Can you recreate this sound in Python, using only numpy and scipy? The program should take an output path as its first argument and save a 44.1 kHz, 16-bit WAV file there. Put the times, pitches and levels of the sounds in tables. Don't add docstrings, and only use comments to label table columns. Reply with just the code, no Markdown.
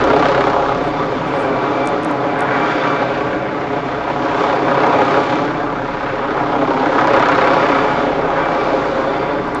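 import sys
import numpy as np
from scipy import signal
from scipy.fft import rfft, irfft
from scipy.io import wavfile
from scipy.ndimage import uniform_filter1d, minimum_filter1d

SR = 44100
rng = np.random.default_rng(int(sys.argv[2]) if len(sys.argv) > 2 else 0)


def pcm_store(signal):
    levels = np.round(np.clip(np.atleast_2d(signal), -1, 1) * 32767)
    wavfile.write(sys.argv[1], SR, levels.astype(np.int16).T)


N = 423360

# delay in seconds, share of the pressure, frequency in Hz above which the echo is dulled.
ECHO_PATHS = [(0.007026, 0.7, 740), (0.00712, -0.086, 130), (0.00447, -0.18, 990), (.00941, 0.24, 1700)]


def from_db(db):
    return 10 ** (np.asarray(db) / 20)


def rms_one(x):
    return x / np.sqrt(np.mean(x ** 2) + 1e-20)


def in_time(rows):
    s, *columns = np.transpose(rows)
    return [np.interp(np.arange(N) / SR, s, column) for column in columns]


def drift(rate):
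    r = np.exp(-80 * np.pi * rate / SR)
    slow = signal.lfilter([1], [1, -2 * r, r * r], rng.standard_normal(N // 40 + 2002))[2000:]
    return np.interp(np.arange(N) / 40, np.arange(len(slow)), rms_one(slow))


def resonance(x, hz, width_hz):
    r = np.exp(-np.pi * width_hz / SR)
    top = [(1 - r * r) / 2, 0, (r * r - 1) / 2]
    return signal.lfilter(top, [1, -2 * r * np.cos(2 * np.pi * hz / SR), r * r], x)


def humps(at_s, half_s, db):
    t = np.arange(0, N + 40, 40) / SR
    bells = np.exp(-((t[:, None] - at_s) / half_s) ** 2) @ db
    return np.interp(np.arange(N) / SR, t, bells)


def blade_beat():
    # time in seconds, place of the slap in the blade cycle in turns,
    # slap above the roar in dB and its ground echo above the roar in dB, both before weighting by band.
    slaps = [(0, 0.31, 8.5, 4.5), (.45, 0.28, 12.5, 5), (.8, 0.3, 4.5, 5.5), (1.3, 0.57, 3, -1.5),
             (2, 1, 2, 1), (3, 0.51, 4.5, 0.5), (4, 0.63, 5.5, 3), (5, .57, 8, 1.5), (6, 0.57, 5.5, 6.5),
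             (7.3, .56, 9.5, 7), (8, 0.64, 2, 5.5), (8.8, 0.63, 5, -3), (9.6, 0.95, 0, 1.5)]
    blades, blade_hz = 5, 32.6
    pass_spread = .28
    pulse_per_db = .8
    slap_s, echo_ring_s, echo_delay_s = .0055, 0.0034, .0078
    blade_spread_db, loud_blade_turns = .55, .7

    place, slap_db, echo_db = in_time(slaps)
    turns = blade_hz * np.arange(N) / SR - place + 1
    passage = turns.astype(int)
    scatter = rng.uniform(-1, 1, passage.max() + 2)[passage]
    strength_db = slap_db * (1 + pass_spread * scatter)
    pulses = pulse_per_db * strength_db * np.diff(passage, prepend=passage[0])

    burst = np.exp(-(turns % 1) / (slap_s * blade_hz))
    late = np.exp(-((turns - echo_delay_s * blade_hz) % 1) / (echo_ring_s * blade_hz))

    angle = 2 * np.pi * (turns / blades - loud_blade_turns)
    blade_db = blade_spread_db * (np.cos(angle) + 0.77 * np.cos(2 * angle - 1.0))
    return pulses, strength_db * burst + blade_db, echo_db * late


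def roar(tilts_db, patchy_db):
    # frequency in Hz, level per Hz in dB before the final scaling.
    colour = [(50, -34), (80, -27), (130, -10), (220, -3.5), (320, -1), (550, -1.5), (850, -3.5),
              (1250, -7), (1550, -10), (1800, -15.5), (2200, -16.5), (2700, -22.5), (3600, -25.5),
              (5200, -34.5), (8200, -48.5)]
    tilt_hz = [130, 270, 550, 1050, 1900, 3800]

    pulses, beat_db, echo_db = blade_beat()
    out = 0
    together = drift(11.0)
    edges = 56 * 2 ** np.arange(0, 7.4, 1 / 3)
    white = rng.standard_normal((2, N))
    for k, (low, high) in enumerate(zip(edges, edges[1:])):
        hz = np.sqrt(low * high)
        sharp = np.interp(np.log(hz), np.log([250, 1300, 5000]), [.45, 1.15, .6])
        echoed = np.interp(np.log(hz), np.log([250, 700, 2200, 4000]), [.3, .8, 1.3, .3])

        tilt_db = 0
        for peak, db in zip(np.eye(6), tilts_db):
            tilt_db = tilt_db + np.interp(np.log(hz), np.log(tilt_hz), peak) * db

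        source = white[k % 2] * from_db(sharp * beat_db + echoed * echo_db) + sharp * pulses
        band_filter = signal.butter(2, [low, high], "band", fs=SR, output="sos")
        band = signal.sosfilt(band_filter, source)
        mottle_db = patchy_db * (.5 * together + drift(4.3))
        out = out + band * from_db(tilt_db + mottle_db)

    colour_hz, colour_db = np.transpose(colour)
    all_hz = np.arange(1, N // 2 + 2) * SR / N
    gain = from_db(np.interp(np.log(all_hz), np.log(colour_hz), colour_db))
    return rms_one(irfft(rfft(out) * gain, N))


def ground(x):
    wander_s = .00012
    out, now = x.copy(), np.arange(N)
    for delay_s, share, dull_hz in ECHO_PATHS:
        late = np.interp(now - SR * (delay_s + wander_s * drift(2.5)), now, x)
        out += share * signal.lfilter(*signal.butter(1, dull_hz, fs=SR), late)
    return rms_one(out)


def surges():
    # time in seconds, level change in dB.
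    moments = [(.795, 0.5), (.888, 1), (4.94, 2.5), (5.012, 2.5), (5.465, 0), (6.632, 3.5), (6.99, 2.5),
               (7.143, 1), (7.455, -2), (9.562, 4)]
    at_s, db = np.transpose(moments)
    return humps(at_s, 0.0084, db)


def gears(upper_middle_db, treble_db):
    # frequency in Hz, width of one filter pass in Hz, level against the swell in dB.
    tones = [(1168, 14, 3), (2294, 16, -10), (2336, 32, -5.5), (3512, 36, -3.5), (4672, 60, -13)]
    # middle in seconds, half length in seconds,
    # change in dB of the main lower tones, of the thin side tone, of the upper tones.
    flares = [(.9, 0.17, 7, 2, 2), (1.15, 0.049, 4, 0, 2), (1.45, 0.09, 9.5, 1, 2), (1.85, .2, 10, 7, 4),
              (2.6, .15, 3, 7, 2), (2.83, .12, 4, 6, 10), (2.983, 0.083, 6.5, 5, 2), (4.75, 0.27, 2, 8, 3),
              (5.2, 0.13, 10, 1, 3), (7.843, 0.2, 3, 9, 6), (8.64, 0.15, 11.5, -2, 4),
              (9.197, 0.26, 2, -6, 8.1)]
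    lower_offset_db, upper_offset_db = -14, -10.5
    flicker_db = 2.0

    at_s, half_s, lower_gain_db, side_gain_db, upper_gain_db = np.transpose(flares)
    lower_db = upper_middle_db + lower_offset_db + humps(at_s, half_s, lower_gain_db)
    side_db = upper_middle_db + lower_offset_db + humps(at_s, half_s, side_gain_db)
    upper_db = treble_db + upper_offset_db + humps(at_s, half_s, upper_gain_db)

    out = 0
    swells_db = [lower_db, side_db, lower_db, upper_db, upper_db]
    for (hz, width_hz, level_db), swell_db in zip(tones, swells_db):
        once = resonance(rng.standard_normal(N), hz, width_hz)
        tone = rms_one(resonance(once, hz, width_hz))
        out = out + tone * from_db(level_db + swell_db + flicker_db * drift(5.7))
    return out


def drone(swell_db):
    # time in seconds, then rms level in dB of multiples 1, 2 and 4 of the blade rate.
    main_levels = [(0, -50, -36, -32.5), (.8, -40.5, -42, -36), (1.4, -46.5, -58, -38),
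                   (3.3, -54, -53.5, -35), (4, -46.5, -43, -38), (5.2, -50, -63, -36),
                   (5.7, -41.5, -56.5, -40.5), (7.699, -45, -46, -42.5), (8.15, -41, -44, -52),
                   (9.6, -44, -45, -42)]
    # multiple of the blade rate, peak level in dB before swell and wavering.
    overtones = [(3, -48), (5, -41), (6, -45.5), (8, -40), (9, -40.5)]
    drone_hz = 32.57

    phase = 2 * np.pi * drone_hz * np.arange(N) / SR + 0.27 * drift(0.29)
    out = 0
    for k, db in zip([1, 2, 4], in_time(main_levels)):
        out = out + np.sqrt(2) * from_db(db) * np.sin(k * phase + k)
    for k, level_db in overtones:
        gain = from_db(level_db + .5 * swell_db + 4.6 * drift(1.3))
        out = out + gain * np.sin(k * phase + 1.4 * drift(0.88))
    return out


def wind():
    # middle of the puff in seconds, rise above the wind in dB.
    puffs = [(.05, 12), (3.28, 11), (3.4, 8), (4.28, 7), (5.02, 3), (6.05, 6), (8.121, 12), (9.58, 12)]
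    wind_db, lumps_db, puff_half_s = -49, 2, 0.1

    band = signal.butter(2, [30, 85], "band", fs=SR, output="sos")
    low = signal.sosfilt(band, rng.standard_normal(N))
    at_s, puff_db = np.transpose(puffs)
    level_db = wind_db + lumps_db * drift(3.7) + humps(at_s, puff_half_s, puff_db)
    return rms_one(low) * from_db(level_db)


def hiss():
    high_pass = signal.butter(2, 4500, "high", fs=SR)
    return from_db(-56.5) * rms_one(signal.lfilter(*high_pass, rng.standard_normal(N)))


def cracks():
    # start in seconds, peak level in dB before the echo and the treble cut.
    moments = [(0.0094, -20), (0.0403, -15), (0.1012, -20), (0.1625, -24), (0.194, -21), (0.2239, -27),
               (0.2554, -23), (0.2848, -22), (0.3172, -22), (0.3456, -28), (0.3794, -22), (0.4075, -19),
               (0.4409, -24), (0.4693, -27), (0.4988, -27), (0.5634, -25), (0.7487, -23), (0.7751, -25),
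               (4.3106, -19), (4.5281, -25), (4.5545, -23), (4.804, -23), (4.8658, -25), (5.2425, -23),
               (5.3004, -23), (7.011, -22), (7.0723, -19), (7.1337, -22), (7.1646, -19), (7.1964, -18),
               (7.2245, -14), (7.2574, -21), (7.2868, -16), (7.3158, -24), (7.3502, -19), (7.3864, -31),
               (7.4774, -25), (7.5374, -26), (7.6894, -23)]
    low_hz, high_hz, fade_s, echo_db = 1500, 4500, .0007, -9

    out = np.zeros(N)
    fade = np.exp(-np.arange(200) / (fade_s * SR))
    band = signal.butter(2, [low_hz, high_hz], "band", fs=SR, output="sos")
    bursts = signal.sosfilt(band, fade * rng.standard_normal((len(moments), 200)))
    for (s, db), burst in zip(moments, bursts):
        out[round(s * SR):][:200] += from_db(db) * burst / np.abs(burst).max()
    return out + from_db(echo_db) * np.roll(out, round(ECHO_PATHS[0][0] * SR))


def rustle():
    # middle in seconds, half length in seconds, level in dB.
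    clusters = [(.87, .04, -62), (1.05, .025, -66), (1.3, 0.044, -63), (1.41, 0.051, -53)]
    grains_per_s = 2500

    t = np.arange(N) / SR
    present = rng.random(N) < grains_per_s / SR
    grains = present * rng.standard_normal(N) * from_db(3 * drift(25))
    band = signal.butter(3, [6500, 9300], "band", fs=SR, output="sos")
    bright = signal.sosfilt(band, grains)
    envelope = sum(from_db(db) * np.exp(-((t - s) / half_s) ** 4) for s, half_s, db in clusters)
    return rms_one(bright) * envelope


def ticks():
    # time in seconds, strength in dB, to which each mode adds its own level.
    touches = [(1.8585, -33), (1.8735, -21), (1.888, -34), (2.0333, -36), (2.0477, -26.5), (2.1123, -39),
               (2.3927, -38), (2.407, -25), (2.4225, -38), (5.2245, -50), (9.4794, -46), (9.5486, -29)]
    # frequency in Hz, relative level in dB, time to fade by 60 dB in seconds.
    modes = [(4800, -11, .003), (6100, 0.5, .004), (6900, 10.5, 0.0031), (8250, 12, 0.005),
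             (8950, 6, 0.0032), (10700, -2, 0.003), (10900, 12.5, 0.0063)]
    second_touch_s, second_touch_db = 0.00073, -5

    at = np.array([round(s * SR) for s, db in touches])
    strength_db = np.array(touches)[:, 1]
    spread_db = rng.normal(0, 3, (len(at), 2, len(modes)))
    out = np.zeros(N)
    for k, (hz, level_db, t60) in enumerate(modes):
        clicks = np.full(N, 1e-18)
        mode_db = strength_db + level_db - 13.0
        second_db = mode_db + second_touch_db + spread_db[:, 1, k]
        clicks[at] = from_db(mode_db + spread_db[:, 0, k])
        clicks[at + round(second_touch_s * SR)] = (-1) ** k * from_db(second_db)
        r, w = from_db(-60 / (t60 * SR)), 2 * np.pi * hz / SR
        out += signal.lfilter([0, np.sin(w)], [1, -2 * r * np.cos(w), r * r], clicks)
    return out


def scene():
    # time in seconds, level of the middle in dB, then
    # low middle, high middle, upper middle and treble, each in dB against the middle.
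    carried = [(0.0, -18, -7.5, -1, -3.5, -18), (0.05, -14.5, -5.5, -5, -12.5, -20.5),
               (0.29, -17.5, -6, -4, -7.5, -16.5), (0.4, -15.5, -7.5, -5, -10.5, -22),
               (0.45, -23, 0.5, 4, -5, -12), (0.56, -17.5, -12.5, -2.5, -14.5, -20),
               (0.72, -24, -3.5, 0, -6, -13.5), (0.8, -20.5, -5.5, -7, -11, -19.5),
               (0.91, -24, -1.5, -1, -7, -15), (1.47, -20.5, -5.5, -2.5, -7, -19.5),
               (1.65, -18.5, -5, -3, -8.5, -20.5), (2.2, -21.5, -4, -2.5, -8, -19.5),
               (2.45, -20.5, -5.5, 0, -3.5, -20), (2.7, -18.5, -5.5, -0.5, -4, -16),
               (3.45, -22.5, -6.5, -6, -7.5, -21), (4.22, -23, -5.5, -1, -8, -16.5),
               (4.4, -20.5, -6, 1.5, -8, -13.5), (4.62, -18.5, -5, -1.5, -8, -19),
               (4.87, -17.5, -7, 1, -7.5, -18.5), (5.03, -12.5, -12.5, -8, -11.5, -23),
               (5.06, -20, -7, 0.5, -5.5, -15), (5.2, -17.5, -1.5, -2.5, -11, -17),
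               (5.27, -20, -3, -2, -8, -15.5), (5.36, -21, -2.5, -2.5, -7, -15.5),
               (5.69, -25.5, -3.5, 0.5, -7.5, -18), (5.96, -27.5, -1.5, -0.5, -3, -15),
               (6.3, -24.5, -4, 3, -4.5, -17.5), (6.71, -19.5, -5.5, -4, -12.5, -19.5),
               (7.0, -17, -7.5, -2.5, -9, -19.5), (7.25, -16.5, -7.5, -2, -5.5, -18),
               (7.81, -17.5, -6.5, 0.5, -6, -16.5), (8.21, -19, -6, -5.5, -11, -22),
               (8.42, -20.5, -6, 1.5, -5, -19), (8.64, -16.5, -9.5, -5, -11.5, -20),
               (9.41, -23, -1.5, -1, -5, -18), (9.6, -26, -0.5, 1.5, -6, -17.5)]
    bass_follows = 0.1
    whole_above_middle_db = 4.5

    middle_db, low_db, high_db, upper_db, treble_db = in_time(carried)
    swell_db = middle_db - middle_db.mean()
    tilts_db = [(bass_follows - 1) * swell_db]
    for db in (low_db, np.zeros(N), high_db, upper_db, treble_db):
        tilts_db.append(db - db.mean())

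    roar_db = middle_db + whole_above_middle_db + surges()
    blades = ground(roar(tilts_db, patchy_db=0.84)) * from_db(roar_db)
    aircraft = blades + gears(middle_db + upper_db, middle_db + treble_db)

    treble_cut = signal.cheby2(10, 50, 1.169 * 7650, fs=SR, output="sos")
    steady = signal.sosfilt(treble_cut, aircraft + cracks() + hiss())
    return (steady + drone(swell_db) + wind() + ticks() + rustle())[None]


def record(dry):
    ceiling, cut_hz = .71, 12100
    allowed = np.minimum(1, ceiling / (np.abs(dry) + 1e-9))
    lowest = minimum_filter1d(allowed, size=41)
    gain = uniform_filter1d(uniform_filter1d(lowest, size=23), size=23)
    clipped = np.clip(gain * dry, -ceiling, ceiling)
    return signal.sosfilt(signal.cheby2(12, 70, cut_hz, fs=SR, output="sos"), clipped)


dry = scene()
out = record(dry)
pcm_store(out)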